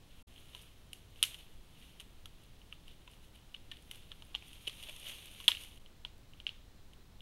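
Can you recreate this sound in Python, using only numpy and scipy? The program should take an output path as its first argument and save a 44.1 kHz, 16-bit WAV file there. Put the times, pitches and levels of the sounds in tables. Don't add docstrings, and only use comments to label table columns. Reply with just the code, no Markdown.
import sys
import numpy as np
from scipy import signal
from scipy.fft import rfft, irfft
from scipy.io import wavfile

SR = 44100
rng = np.random.default_rng(int(sys.argv[2]) if len(sys.argv) > 2 else 0)


def dump_mix(stems):
    frames = np.atleast_2d(stems).T
    limited = np.clip(frames, -1, 1)
    pcm = np.round(limited * 32767).astype(np.int16)
    wavfile.write(sys.argv[1], SR, pcm)


def makeup_ratio(level_db):
    decades = np.asarray(level_db, float) / 20
    return 10 ** decades


N = 317991

# f/Hz, width/Hz, level/dB
PORT_MODES = [(3080, 500, -1), (2373, 1300, -9.5), (3480, 610, -5.5), (1000, 950, -23)]
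# f/Hz, width/Hz, level/dB
PORT_UPPER_MODES = [(6300, 1560, 0), (8760, 1200, 3.5), (11360, 2000, 2.5), (14500, 3000, -25.5)]


def rms_one(x):
    return x / np.sqrt(np.mean(x ** 2) + 1e-20)


def resonances(x, modes):
    out = 0
    for k, (hz, width_hz, level_db) in enumerate(modes):
        r = np.exp(-np.pi * width_hz / SR)
        poles = [1, -2 * r * np.cos(2 * np.pi * hz / SR), r * r]
        one = signal.lfilter([1, 0, -1], poles, x + 1e-18)
        out = out + (-1) ** k * makeup_ratio(level_db) * (1 - r * r) / 2 * one
    return out


def circuit():
    # f/Hz, level/dB per Hz
    hiss = [(12, 7.5), (30, -3), (60, -4.5), (110, -9.5), (230, -17), (500, -24), (1000, -28.5),
            (1600, -31.5), (2600, -32), (4100, -30.5), (4500, -35), (9000, -41), (14000, -43),
            (15400, -44.5)]
    # f/Hz, level/dB rms
    whines = [(15625, -93), (13640, -98)]
    hz = np.maximum(np.fft.rfftfreq(N, 1 / SR), 1)
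    hiss_hz, hiss_db = np.transpose(hiss)
    colour = makeup_ratio(np.interp(np.log(hz), np.log(hiss_hz), hiss_db))
    noise = irfft(rfft(rng.standard_normal(N)) * colour * (hz > 8), N)
    t = np.arange(N) / SR
    whine = sum(makeup_ratio(db) * np.sqrt(2) * np.sin(2 * np.pi * f * t) for f, db in whines)
    return makeup_ratio(-55.5) * rms_one(noise) + whine


def drift(rate_hz):
    r = np.exp(-2 * np.pi * rate_hz / SR)
    wander = signal.lfilter([1], [1, -2 * r, r * r], rng.standard_normal(N + SR))
    return rms_one(wander[SR:])


def crackle(per_s, uneven_db, smooth):
    sizes = makeup_ratio(uneven_db * np.minimum(rng.exponential(1, N), 4)) * rng.choice([-1, 1], N)
    grains = rms_one(sizes * (rng.random(N) < per_s / SR))
    grains = grains + smooth * rng.standard_normal(N)
    return grains * makeup_ratio(1.5 * drift(80))


def shuffling():
    # t/s, rustle level/dB, dying time/s, crispness/dB re rustle
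    steps = [(.125, -69, .05, -12), (.394, -64.5, 0.12, -5.5), (.564, -58.5, 0.1, -7),
             (.62, -63.5, 0.022, -1), (.958, -65, .06, -5), (1.19, -62, .04, -10), (1.292, -56.5, 0.11, -3),
             (1.397, -56.5, 0.026, -14), (1.826, -63.5, 0.17, -6.5), (2.01, -56, 0.016, -8),
             (2.42, -68.5, 0.062, -11), (2.729, -66, .04, -8), (2.893, -62, .05, -11),
             (3.123, -65.5, 0.058, -7), (3.243, -67.5, 0.024, -2), (3.356, -61, 0.021, -7),
             (3.737, -59, 0.041, -16), (3.83, -76, .04, 1), (3.946, -59.5, 0.077, -6.5),
             (4.126, -71, 0.21, -24), (4.49, -60.5, 0.08, -6.5), (4.739, -67, 0.036, -11),
             (4.834, -55.5, 0.14, -7.5), (5.09, -47, 0.076, -5), (5.43, -55, 0.086, -4.5),
             (5.617, -53, 0.067, -4.5), (6.38, -68.5, .05, -17), (6.53, -63.5, 0.081, -21)]
    # t/s, level/dB
    stir = [(0, -78.5), (.2, -68), (.8, -74.5), (2.2, -74.5), (3.4, -74.5), (4.3, -69), (4.9, -56.5),
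            (5.35, -58), (5.77, -66.5), (5.8, -76), (6.1, -86), (7.21, -91.5)]
    stir_crisp_db, rise_share = -5.5, 0.6
    t = np.arange(N) / SR
    power = makeup_ratio(2 * np.interp(t, *np.transpose(stir))) * makeup_ratio([[0], [2 * stir_crisp_db]])
    for s, db, dies_s, crisp_db in steps:
        from_peak_s = np.where(t < s, (s - t) / rise_share, t - s)
        shape = np.exp(-2 * from_peak_s / dies_s)
        power = power + makeup_ratio([[2 * db], [2 * (db + crisp_db)]]) * shape
    return np.sqrt(power)


def leaves():
    # f/Hz, width/Hz, level/dB re rustle
    soil = [(449, 500, -17.5)]
    loud, crisp = shuffling()
    coarse = crackle(1500, 3.0, 0.8)
    fine = crackle(5000, 2.5, 1.3)
    litter = resonances(coarse, [(3100, 3500, -1.5), (500, 890, 1.5)])
    rustle = loud * rms_one(resonances(litter, PORT_MODES))
    thud = resonances(resonances(coarse, soil), soil)
    rustle += loud * makeup_ratio(soil[0][-1]) * rms_one(thud)
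    edges_of_leaves = resonances(fine + 0.12 * coarse, PORT_UPPER_MODES)
    return rustle + crisp * rms_one(edges_of_leaves)


def notch(x, hz, width_hz):
    return signal.lfilter(*signal.iirnotch(hz, hz / width_hz, SR), x)


def contacts():
    # t/s, peak level/dB, ring f/Hz, crack/dB re peak, tine note f/Hz
    blows = [(0.5491, -33.5, 3210, -24, 1000), (0.9313, -36, 2960, -7, 2210),
             (1.2276, -12, 3230, -9.5, 1306), (1.237, -17, 3120, -21, 2150), (2.0026, -40, 3100, -12, 1950),
             (2.2571, -37.5, 3300, -13, 1300), (2.7258, -36.5, 2820, -35, 1260),
             (3.0763, -45.5, 2750, -27, 1000), (3.5464, -34, 2930, -44, 2280),
             (3.7147, -34.5, 3200, -26, 1820), (3.9123, -35.5, 3080, -7.5, 2070),
             (4.1173, -34.5, 3280, -29, 1750), (4.2225, -40.5, 3200, -23, 930),
             (4.3496, -23, 3100, -36, 860), (4.424, -42.5, 2650, -31, 770), (4.6762, -23.5, 3150, -30, 420),
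             (4.8942, -35.5, 2600, -18, 640), (5.4015, -37, 3110, -19, 1070),
             (5.4804, -7, 3260, -17.5, 1855), (5.484, -10, 3300, -40, 943), (5.5172, -19, 3280, -42, 1820),
             (5.5494, -31.5, 2800, -29, 2300), (6.0496, -28, 3220, -39, 964),
             (6.4667, -22, 2950, -41, 2390)]
    # t/s, peak
    # level/dB, crack/dB re peak, low knock/dB re peak
    further_blows = [(1.2424, -37, -18, -34), (1.2485, -40, 1, -26), (3.0783, -50.5, -26, -5.5),
                     (3.543, -40, -23, -15), (3.718, -38, -22, -10), (4.3444, -40, -40, -12),
                     (4.3518, -32, -30, -33), (4.6705, -33, -29, -31), (4.6735, -34, -13, -33),
                     (4.6799, -28.5, -17, -38), (4.8273, -41, -8, -22), (4.8344, -39, -22, -26),
                     (4.8875, -43, -14, -10), (4.8973, -42.5, -14, -27), (5.0678, -48, -18, -24),
                     (5.4097, -44, -11.5, -17), (5.442, -44, -8.5, -18.5), (5.488, -26, -14.5, -10.5),
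                     (5.4974, -35, -22, -16), (5.499, -34, -13.5, -14.5), (5.5058, -34, -21, -28),
                     (5.5505, -47, -32, -24), (5.6362, -43.5, -6, -21), (5.6469, -44.5, -10, -11),
                     (6.401, -38.5, -31, -19), (6.4766, -46, -22, -19), (6.4787, -53, -23, -15),
                     (6.4913, -31, -43, -29)]
    # t/s, peak level/dB, crack/dB re peak
    ticks = [(0.3612, -49, -23), (0.379, -49, -22), (0.6144, -52.5, -3), (1.1592, -54, -13),
             (1.2532, -34, -10), (1.3438, -36, -18), (1.348, -42, -24), (1.9988, -39, -13),
             (2.6163, -50, -24), (2.8803, -44.5, -17), (3.1352, -50, -17), (3.564, -47, -26),
             (3.7228, -52, -16), (3.7695, -45.5, -17), (3.9467, -44, -15), (4.1247, -49, -48),
             (4.3585, -35, -31), (4.5308, -44, -9), (4.696, -36, -17), (4.7285, -45, -14),
             (4.8372, -38, -16), (4.9633, -41, -9), (5.0309, -46, -13), (5.5706, -34.5, -33),
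             (5.7753, -49, -17), (5.8609, -46, -33), (6.335, -47, -34), (6.4812, -46, -29),
             (6.934, -48.5, -17.5), (7.2058, -44, -28)]
    # t/s, peak level/dB
    twigs = [(0.623, -61), (1.3885, -62), (1.798, -65), (2.436, -67), (3.113, -61.5), (3.3536, -69),
             (3.8237, -63), (3.9562, -56), (4.2501, -66), (4.4809, -59.5), (4.997, -53.5), (5.2566, -50.5),
             (5.3136, -62), (5.624, -59), (6.18, -71)]

    def ring_hz():
        return 3080 * (1 + 0.049 * rng.standard_normal())

    out = []
    for s, db, hz, crack_db, tine_hz in blows:
        knock_db = -15.5 - 0.36 * (db + 41.5)
        out.append((s, db, hz, knock_db, crack_db, tine_hz))
    for s, db, crack_db, knock_db in further_blows:
        nearest = min(blows, key=lambda blow: abs(blow[0] - s))
        out.append((s, db, ring_hz(), knock_db, crack_db, nearest[-1]))
    snaps = [(s, db, 5.5) for s, db in twigs]
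    for s, db, crack_db in ticks + snaps:
        out.append((s, db, ring_hz(), -22, crack_db, 2000))
    return out


def tine_knock(t, tine_hz):
    # f/Hz (sounding about 1.5 times higher), level/dB before a tilt to the bass, t60/s
    bone = [(500, -24, .02), (750, -16, .02), (950, -15, .02), (1390, -14, .02), (1885, -10, .02),
            (2300, -6, .02)]
    note = np.sin(2 * np.pi * tine_hz * t) + makeup_ratio(-6.5) * np.sin(2 * np.pi * 1.3 * tine_hz * t)
    knock = makeup_ratio(-60 * t / 0.026) * note
    spread_db = 3
    for hz, mode_db, t60 in bone:
        strike, detune = rng.standard_normal(2)
        level_db = 6.5 - np.log2(hz / 1000) + mode_db + spread_db * strike
        mode_hz = hz * (1.5 + spread_db / 50 * detune)
        knock += makeup_ratio(level_db - 60 * t / t60) * np.sin(2 * np.pi * mode_hz * t)
    return knock


def scatter(t60, level_db):
    t = np.arange(SR // 2) / SR
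    echoes = rng.standard_normal(len(t)) * makeup_ratio(-60 * t / t60) * np.minimum(t / 0.0041, 1)
    return makeup_ratio(level_db) * echoes / np.sqrt(np.sum(echoes ** 2))


def antlers():
    # f/Hz, width/Hz, level/dB
    edge_band = [(5600, 4740, 1)]
    t = np.arange(1024) / SR
    swell_s, rise_s, crack_s = 0.00075, 0.00089, 0.0017
    swell = (t / swell_s * np.exp(1 - t / swell_s)) ** 2
    burst = np.minimum(t / 0.00099, 1) * np.exp(-t / crack_s)
    onset = np.minimum(t / rise_s, 1)
    cavity = onset * makeup_ratio(-60 * t / 0.025) * np.sin(2 * np.pi * 2980 * t)
    low, edge, crack, thrown, thrown_high = np.zeros((5, N + len(t)))
    for s, peak_db, hz, knock_db, crack_db, tine_hz in contacts():
        start = round(s * SR)
        at = slice(start, start + len(t))
        partner_hz = hz * (1.17 + 0.059 * rng.standard_normal())
        ring = np.sin(2 * np.pi * hz * t) + 0.38 * np.sin(2 * np.pi * partner_hz * t)
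        low[at] += makeup_ratio(peak_db) * swell * ring
        low[at] += makeup_ratio(peak_db - 10.5) * cavity
        low[at] += makeup_ratio(peak_db + knock_db + 3.5) * tine_knock(t, tine_hz) * onset
        grit = burst * rng.standard_normal(len(t))
        crack[at] += makeup_ratio(peak_db + crack_db + 8) * grit
        edge[at] += makeup_ratio(peak_db + 0.52 * crack_db + 1) * grit
        thrown[start] += makeup_ratio(peak_db + 17.5)
        thrown_high[start] += makeup_ratio(peak_db + crack_db + 14.5)
    near = low + resonances(crack, PORT_UPPER_MODES[1:])
    near += resonances(resonances(edge, edge_band), edge_band)
    near += signal.fftconvolve(near, scatter(0.03, -13))[:len(low)]
    wood_t60_s = 0.29
    far = resonances(signal.fftconvolve(thrown, scatter(wood_t60_s, -4.5)), PORT_MODES)
    far_high = signal.fftconvolve(thrown_high, scatter(0.95 * wood_t60_s, -3.5))
    far += resonances(far_high, PORT_UPPER_MODES)
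    return near[:N] + far[:N]


def scene():
    return (antlers() + notch(leaves(), 7600, 770) + circuit())[None]


def band_limit(x):
    return signal.sosfilt(signal.butter(12, 16520, fs=SR, output="sos"), x)


def record(dry):
    # fade t/s, down t/s, up t/s, back t/s, level/dB
    gaps = [
        (0.224, 0.228, 0.269, 0.277, -60),
        (5.788, 5, 7.4, 5.797, -8),
    ]
    t = np.arange(N) / SR
    gain = np.ones(N)
    for *corners_s, db in gaps:
        gain = gain * np.interp(t, corners_s, [1, makeup_ratio(db), makeup_ratio(db), 1])
    lowpass = signal.ellip(10, 0.5, 30, 15800, fs=SR, output="sos")
    return band_limit(signal.sosfilt(lowpass, dry * gain))


dry = scene()
out = record(dry)
dump_mix(out)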